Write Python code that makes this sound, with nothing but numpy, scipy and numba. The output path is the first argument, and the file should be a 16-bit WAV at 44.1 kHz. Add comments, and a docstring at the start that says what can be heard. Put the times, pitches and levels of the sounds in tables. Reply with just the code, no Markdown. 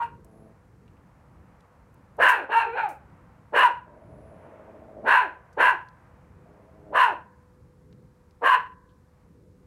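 """A small dog's sharp bark opens the scene; more follow on a garden patio, with faint growls between them.
Each bark is one push of air through a source and filter: rough vocal folds drive resonances that rise as
the jaw opens, the folds may lock into a clear yelp, and the pitch falls as the mouth shuts.
House and fence reflect the sound, claws tick on the slabs over a low outdoor hum,
and a limiter holds the peaks."""
import sys
import numpy as np
from scipy import signal
from scipy.fft import rfft, irfft, next_fast_len
from scipy.io import wavfile
from scipy.ndimage import uniform_filter1d, minimum_filter1d
from numba import njit

SR = 44100
rng = np.random.default_rng(int(sys.argv[2]) if len(sys.argv) > 2 else 0)


def to_wav(sig):
    """Store sig (one row per channel, or 1-D mono) as 16-bit WAV at the path in sys.argv[1].

    Samples outside -1..1 are clipped; the rate is SR.
    """
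    pcm = np.clip(np.atleast_2d(sig), -1, 1) * 32767
    pcm = np.round(pcm).astype(np.int16)
    wavfile.write(sys.argv[1], SR, pcm.T)  # frames by channels


N = 426006

# spectrum of the outdoor background: frequency_hz, gain_db
GARDEN_SPECTRUM = [(15, -44.5), (25, -17.5), (48, -6), (70, -2), (178, -5), (230, -11.5), (338, -11.5),
                   (446, -10), (485, -6), (529, -9.5), (713, -15.5), (940, -14), (4100, -38.5), (5330, -72),
                   (9020, -120)]
# spectrum of the thin, even background hiss: frequency_hz, gain_db
AIR_SPECTRUM = [(1000, -8.5), (4000, 5), (8000, 3), (12000, 0), (16000, -7)]
# slow drift of the distant sounds: time_s, relative_wash_db, drone_db
DISTANT_LEVELS = [(0, -67.5, -74), (2, -65.5, -70), (4.4, -59.5, -73), (6.3, -61.5, -65.5),
                  (7.6, -68.5, -64), (9.66, -69.5, -67.5)]
# swells of the low hum: centre_s, half_width_s, rise_db
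HUM_SWELLS = [(2.105, .1, 0.5), (4.182, 0.24, 6)]
# reflections from house, shed and fence: delay_s, gain_db
ECHOES = [(.017, -8.5), (0.032, -13), (.058, -14.5), (0.085, -23), (0.12, -25.5), (0.178, -38)]
# claws, grit and scuffs on the slabs: start_s, peak_db, ring_hz, width_hz, decay_s
CLAW_TICKS = [(0.246, -49, 10700, 8950, 0.0032), (0.879, -55, 2800, 900, 0.0048),
              (.968, -62, 2480, 900, 0.0082), (1.606, -56.5, 3970, 5000, 0.0027),
              (1.942, -59, 10900, 8900, .003), (2.168, -54, 10000, 10000, 0.0018),
              (2.287, -27, 9700, 11250, 0.027), (2.888, -45, 9500, 11000, 0.031),
              (5.529, -57.5, 5970, 6000, 0.0095), (5.887, -50, 4197, 5010, 0.0019),
              (7.927, -54, 2596, 3060, 0.0028), (8.309, -58.5, 4040, 4020, 0.0028),
              (8.89, -65, 3190, 1495, .02)]
# thin whistles that go with the growls: start_s, end_s, centre_hz, level_db
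WHISTLES = [(.2, .56, 10700, -78.5), (3.8, 4.7, 10000, -81)]
# growls: start_s, end_s, first_db, last_db, surge_db, pitch_hz, roughness (0-1), throat_hz, chest_db
GROWLS = [ (.24, .53, -61, -45.5, -15, 110, 0.42, 604, 7),
          (3.86, 5.06, -53.5, -49.5, 17.5, 107, 0.8, 608, -1),
          (6.45, 6.93, -57.5, -60.5, 23, 104.1, 0.71, 628, 2), ]
# middle resonances of the mouth: shut_hz, open_hz, width_hz, gain_db
SECOND_FORMANTS = [(1495, 1695, 330, 1), (1778, 2500, 200, -14.5)]
# third and fourth resonances: shut_hz, open_hz, width_hz, gain_db
UPPER_FORMANTS = [(2262, 3020, 290, 2.5), (4050, 4000, 230, -16)]
# the muzzle absorbs the treble above the third formant: frequency_hz, gain_db
MUZZLE_RESPONSE = [(700, -2), (2850, -3.5), (3400, -8.5), (4350, -6), (4750, -24), (7000, -32.5)]
# spectrum of air rushing past the teeth: frequency_hz, gain_db
TEETH_SPECTRUM = [(3500, -19), (4300, 4.5), (4850, 1.5), (5300, 1), (6500, -2), (8200, 1), (10300, 3),
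                  (11800, -5.5), (13300, -3), (16000, -7.5)]
# a closed-mouth whine that links two barks: time_s, pitch_hz, relative_level_db
WHINE_CURVE = [(2.655, 474.4, -36), (2.712, 450, -35), (2.744, 492, -33), (2.792, 555, -40)]
# barks: start_s, attack_s, hold_s, release_s, nominal_hz, pitch_fall (0-1), relative_level_db,
# second_db, upper_db, hoot_db, hiss_db, roughness (0-1), jaw (0-1), yelp_delay_s, yelp_db
BARKS = [ (-0.11, 0.0092, 0.13, 0.057, 497.6, 0, -24, -11.5, -13.5, -18, -33, 0.42, 0.84, 0.043, -1),
         (2.176, 0.033, 0.13, 0.15, 527, .5, -15.5, 4, -6, -5.5, -40.5, 0.95, .8, .135, 2.5),
         (2.478, 0.02, 0.14, 0.087, 475.8, 0.17, -20, -3, -7, -8, -43.5, 0.55, 0.66, .1, 12),
         (2.74, 0.01, .06, 0.14, 481, .5, -25.5, -3.5, -8, -10, -45, 0.4, 0.28, 0.11, 13.5),
         (3.519, 0.024, 0.14, 0.061, 515.2, 0.62, -19, 1, -6, -4.5, -40, 0.93, 0.79, 0.14, 11.5),
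         (5.039, 0.032, 0.14, 0.11, 538, 0.49, -17, 2.5, -8.5, -9, -41, 0.72, 0.62, 0.15, 4),
         (5.562, .021, .14, 0.055, 527.6, .48, -20, 2, -9, -4.5, -41, 0.76, .75, 0.15, 6),
         (6.92, 0.034, .115, .11, 525.7, 0.46, -12.5, -4.5, -12, -13.5, -41.5, .75, 0.86, 0.12, 3.5),
         (8.409, 0.028, .14, 0.042, 525.7, 0.13, -15.5, -3, -12, -10, -42, 0.77, 0.9, .11, 5.5), ]

# main throat resonance, and the low one of a nearly closed mouth: shut_hz, open_hz, width_hz
FIRST_FORMANT, HOOT_FORMANT = (706, 1155, 259), (430, 735, 340)


def undb(db):
    """Decibels to amplitude ratio."""
    return 10 ** (np.asarray(db) / 20)


def unit(x):
    """Normalisation to an rms of one."""
    return x / np.sqrt(np.mean(x ** 2) + 1e-18)


def steady(x, span_s):
    """Normalisation to a running rms of one."""
    size = max(int(span_s * SR / 2), 8)
    power = uniform_filter1d(uniform_filter1d(x ** 2, size), size)
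    return x / np.sqrt(np.abs(power) + 1e-12)


def curves(table, t):
    """Linear interpolation of a table's columns at times t."""
    time_s, *columns = np.transpose(table)
    return [np.interp(t, time_s, column) for column in columns]


def times(start_s, end_s):
    """Sample times of an interval, from zero at the earliest."""
    return np.arange(int(max(start_s, 0) * SR), int(end_s * SR)) / SR


def add(out, start_s, x):
    """Superposition of x on out from a start time."""
    i = max(int(start_s * SR), 0)
    out[i:i + len(x)] += x[:len(out) - i]


def edges(t, fade_s):
    """Linear fade in and out."""
    return np.clip(np.minimum(t - t[0], t[-1] - t) / fade_s, 0, 1)


def bump(t, centre_s, width_s):
    """Gaussian bell of height one."""
    return np.exp(-((t - centre_s) / width_s) ** 2)


def wander(t, rate_hz):
    """Smooth random modulation with a spread near one."""
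    return 1.2 * np.interp(t * rate_hz % 4095, np.arange(4096), rng.standard_normal(4096))


def noise(t):
    """White noise at times t."""
    return rng.standard_normal(65536)[np.round(t * SR).astype(int) & 65535]


def phase_of(hz):
    """Phase in radians, the integral of frequency."""
    return 2 * np.pi * np.cumsum(hz) / SR


def band(x, low_hz, high_hz):
    """Band-pass filter with steep skirts."""
    return signal.sosfilt(signal.butter(3, [low_hz, high_hz], "band", fs=SR, output="sos"), x)


def colour(x, spectrum):
    """Spectral shaping by (frequency_hz, gain_db) points."""
    size = next_fast_len(len(x) + 1024)
    hz, db = np.transpose(spectrum)
    bins_hz = np.maximum(np.arange(size // 2 + 1) * SR / size, 1)
    gain = undb(np.interp(np.log(bins_hz), np.log(hz), db))
    return irfft(rfft(x, size) * gain, size)[:len(x)]


def resonate(x, hz, width_hz):
    """Two like resonators in cascade, for steep skirts."""
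    b, a = signal.iirpeak(hz, hz / width_hz, fs=SR)
    return signal.lfilter(b, a, signal.lfilter(b, a, x))


@njit
def formant(x, hz, width_hz):
    """Two time-varying resonators in cascade, with a gain of one at the centre."""
    y = x.copy()
    for _ in range(2):
        mid, low = 0., 0.
        for i in range(len(x)):
            g, damping = np.tan(np.pi * hz[i] / SR), width_hz / hz[i]
            v = (mid + g * (y[i] - low)) / (1 + g * (g + damping))
            mid, low, y[i] = 2 * v - mid, low + 2 * g * v, damping * v
    return y


@njit
def peak_envelope(x, release_s):
    """Peak detection: instant rise, exponential decay."""
    out, peak = np.empty(len(x)), 0.
    for i in range(len(x)):
        peak = max(abs(x[i]), peak * (1 - 1 / (release_s * SR)))
        out[i] = peak
    return out


def garden(hum_db=-54, wash_gain_db=5, waver_db=2, air_db=-80, drone_hz=498):
    """Ambient noise is a superposition: distant traffic hum, a wash above it, a far drone, thin hiss."""
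    t = np.arange(N) / SR
    wash_db, drone_db = curves(DISTANT_LEVELS, t)
    swell_db = sum(db * bump(t, centre_s, width_s) for centre_s, width_s, db in HUM_SWELLS)
    distant = colour(rng.standard_normal(N), GARDEN_SPECTRUM)
    hum = unit(band(distant, 38, 470)) * undb(hum_db + swell_db + waver_db * wander(t, 7.1))
    wash = unit(band(distant, 320, 2600)) * undb(wash_db + wash_gain_db + 1.5 * wander(t, 3.8))
    drone = np.sin(phase_of(drone_hz * (1 + 0.0067 * wander(t, 36))))
    drone *= undb(drone_db + 2 * wander(t, 3))
    air = unit(colour(rng.standard_normal(N), AIR_SPECTRUM)) * undb(air_db)
    return hum + wash + drone + air


def patio(x, dull_hz=5000):
    """Reflection and scattering: echoes from walls, diffuse tails from the hedge and farther houses."""
    t = np.arange(SR) / SR

    def tail(level_db, t60_s):
        """Diffuse sound builds up, then decays exponentially."""
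        diffuse = rng.standard_normal(SR) * undb(-60 * t / t60_s) * np.minimum(t / 0.03, 1)
        return undb(level_db) * unit(diffuse) / np.sqrt(SR)

    hedge = tail(level_db=-19, t60_s=0.11)
    houses = band(tail(level_db=-27, t60_s=0.72), 850, 1900)
    response = hedge + houses
    for delay_s, gain_db in ECHOES:
        add(response, delay_s, undb([gain_db]))
    response = signal.lfilter(*signal.butter(1, dull_hz, fs=SR), response)
    return x + signal.fftconvolve(x, response)[:N]


def claws():
    """Impact and friction on stone: each tick or scuff is a decaying burst in a broad resonance."""
    out, t = np.zeros(N), np.arange(4096) / SR
    for start_s, peak_db, ring_hz, width_hz, decay_s in CLAW_TICKS:
        burst = rng.standard_normal(len(t)) * np.exp(-t / decay_s)
        scratch = resonate(burst, ring_hz, width_hz)
        add(out, start_s, undb(peak_db) * scratch / np.abs(scratch).max())
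    return out


def whistle(t, centre_hz, level_db, width_hz=900):
    """Resonance narrows air noise to a very high band that swells and fades."""
    return unit(resonate(noise(t), centre_hz, width_hz)) * undb(level_db) * np.hanning(len(t))


def folds(t, pitch_hz, roughness, jitter=0.085, shimmer_db=-0.5, harmonics=11):
    """The glottal source: pulses and puffs of air, their timing and size unsettled by roughness."""
    phase = phase_of(pitch_hz * (1 + jitter * roughness * wander(t, 450)))
    pulses = unit(sum(np.cos(k * phase) for k in range(1, harmonics + 1)))
    puffs = 2 * noise(t) * (1 + 1.3 * np.cos(phase))
    shimmer = undb(shimmer_db * roughness * wander(t, 260))
    return pulses * shimmer, puffs * shimmer


def growl(t, first_db, last_db, surge_db, pitch_hz, roughness, throat_hz, chest_db,
          rasp=1.605, throb_hz=16, throb_db=4.5, surge_s=0.059):
    """Slack folds rattle behind a closed mouth: an amplitude-modulated resonance over a chest tone."""
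    pulses, puffs = folds(t, pitch_hz, roughness)
    rattle = pulses + rasp * roughness * puffs
    throb = np.sin(phase_of(throb_hz * (1 + 0.32 * wander(t, 8.3))))
    ring = steady(resonate(rattle, throat_hz, width_hz=110), span_s=0.18) * undb(throb_db * throb)
    chest = undb(chest_db) * unit(band(rattle, 190, 540))
    # the end surges into the next bark, or dies away if surge_db is negative
    level_db = np.linspace(first_db, last_db, len(t)) + surge_db * np.exp((t - t[-1]) / surge_s)
    return unit(ring + chest) * undb(level_db) * edges(t, fade_s=0.01)


def vocal_tract(t, pitch_hz, roughness, mouth, first_db, second_db, upper_db, hoot_db, hiss_db,
                rasp=2.5, upper_rasp=1.8, parting_s=0.014, even_s=0.061):
    """Source and filter: the folds drive formants tuned by the mouth; air hisses past the teeth."""
    roughness, mouth = np.clip(roughness, 0, 1), np.clip(mouth, 0, 1) * np.ones(len(t))
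    pulses, puffs = folds(t, pitch_hz, roughness)
    source = pulses + rasp * roughness ** 2 * puffs
    hoarse = source + upper_rasp * roughness * puffs  # the overtones turn hoarse sooner than the core

    def ring(x, shut_hz, open_hz, width_hz):
        """A cavity resonance that follows the jaw."""
        return formant(x, shut_hz + (open_hz - shut_hz) * mouth, float(width_hz))

    def parted(hz):
        """As the lips part, the higher resonances radiate last."""
        return np.minimum((t - t[0]) / (parting_s * hz / FIRST_FORMANT[0]), 1) ** 2

    def overtones(formants):
        """Parallel resonances driven by the hoarser source."""
        rings = sum(undb(db) * ring(hoarse, *shape) for *shape, db in formants)
        return steady(band(rings, 1100, 10000), even_s) * parted(formants[0][0])

    hoot = ring(source + 0.41 * roughness * puffs, *HOOT_FORMANT)
    voice = undb(hoot_db) * steady(band(hoot, 180, 590), even_s)
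    voice += undb(first_db) * steady(ring(source, *FIRST_FORMANT), even_s)
    voice += undb(second_db) * overtones(SECOND_FORMANTS)
    voice += undb(upper_db) * overtones(UPPER_FORMANTS)
    voice = colour(voice, MUZZLE_RESPONSE)
    hiss = unit(colour(noise(t), TEETH_SPECTRUM)) * np.abs(signal.hilbert(voice))
    hiss *= (0.87 + roughness) * parted(UPPER_FORMANTS[0][0])
    hiss *= 0.6 + 0.6 * mouth  # more air gets past open jaws
    return (voice + undb(hiss_db) * hiss) * edges(t, fade_s=0.009)


def whine(t):
    """Nearly periodic vibration behind almost closed lips: a clear tone bending up into a bark."""
    pitch_hz, level_db = curves(WHINE_CURVE, t)
    return vocal_tract(t, pitch_hz, roughness=0.1, mouth=0.16, first_db=level_db - 12,
                       second_db=level_db - 5, upper_db=level_db - 9, hoot_db=level_db, hiss_db=-46)


def bark(t, attack_s, hold_s, release_s, nominal_hz, pitch_fall, level_db, second_db, upper_db,
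         hoot_db, hiss_db, roughness, jaw, yelp_delay_s, yelp_db,
         scoop_s=0.018, sag_per_s=0.35, jaw_open_s=0.013, jaw_ease_per_s=1.3,
         attack_db=34, fade_db=28.5, hoot_attack_s=0.011, hoot_yield_s=0.092):
    """One push of air sets the folds oscillating; where they lock, the rough voice clears to a yelp."""
    closing = np.clip((t - hold_s) / release_s, 0, 1)
    scoop = 1 - 0.33 * np.exp(-t / scoop_s)
    pitch_hz = nominal_hz * scoop * (1 - sag_per_s * t) * (1 - pitch_fall * closing ** 1.5)
    mouth = jaw * (1 - np.exp(-t / jaw_open_s)) * (1 - jaw_ease_per_s * t) * (1 - 0.65 * closing)
    yelp = bump(t, yelp_delay_s, width_s=0.028)
    clarity = 0.8 * (1 - np.exp(-abs(yelp_db) / 3.5))  # a stronger yelp is clearer
    roughness = roughness * (1 - clarity * yelp) * (1 - 0.62 * np.sqrt(closing))
    effort_db = level_db - attack_db * np.exp(-t / attack_s) - fade_db * closing
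    push_db = 4 * bump(t, centre_s=0.05, width_s=0.02)  # the first push lifts the second formant
    # the low hoot leads, gives way as the mouth gapes, and stands out again as it shuts
    gape = np.minimum(t / hoot_yield_s, 1) ** 2 * (1 - closing)
    low_db = level_db + hoot_db - attack_db * np.exp(-t / hoot_attack_s) - 13 * gape - 13.5 * closing
    return vocal_tract(t, pitch_hz, roughness, mouth, first_db=effort_db + yelp_db * yelp,
                       second_db=effort_db + second_db + push_db, upper_db=effort_db + upper_db,
                       hoot_db=low_db - yelp_db * yelp, hiss_db=hiss_db)


def dog(voice_gain_db=2):
    """The direct sound: barks, whine, growls and whistles in superposition."""
    out, gain = np.zeros(N), undb(voice_gain_db)
    for start_s, attack_s, hold_s, release_s, *shape in BARKS:
        t = times(start_s, start_s + hold_s + release_s) - start_s
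        add(out, start_s, gain * bark(t, attack_s, hold_s, release_s, *shape))
    start_s, end_s = WHINE_CURVE[0][0], WHINE_CURVE[-1][0]
    add(out, start_s, gain * whine(times(start_s, end_s)))
    for table, sound in (GROWLS, growl), (WHISTLES, whistle):
        for start_s, end_s, *shape in table:
            add(out, start_s, sound(times(start_s, end_s), *shape))
    return out


def scene():
    """Sound pressures add in one channel: the dog with its echoes, its claws and the garden."""
    return (patio(dog()) + claws() + garden())[None]


def record(dry, ceiling_db=-6.5, release_s=1.0, cutoff_hz=15800):
    """Look-ahead limiting: the gain ducks at loud peaks and recovers slowly; a low-pass cuts the top."""
    gain = np.minimum(1, undb(ceiling_db) / (peak_envelope(dry[0], release_s) + 1e-9))
    gain = uniform_filter1d(minimum_filter1d(gain, size=64), size=64)
    low_pass = signal.ellip(8, 0.2, 70, cutoff_hz, fs=SR, output="sos")
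    return signal.sosfilt(low_pass, dry * gain)


dry = scene()
out = record(dry)
to_wav(out)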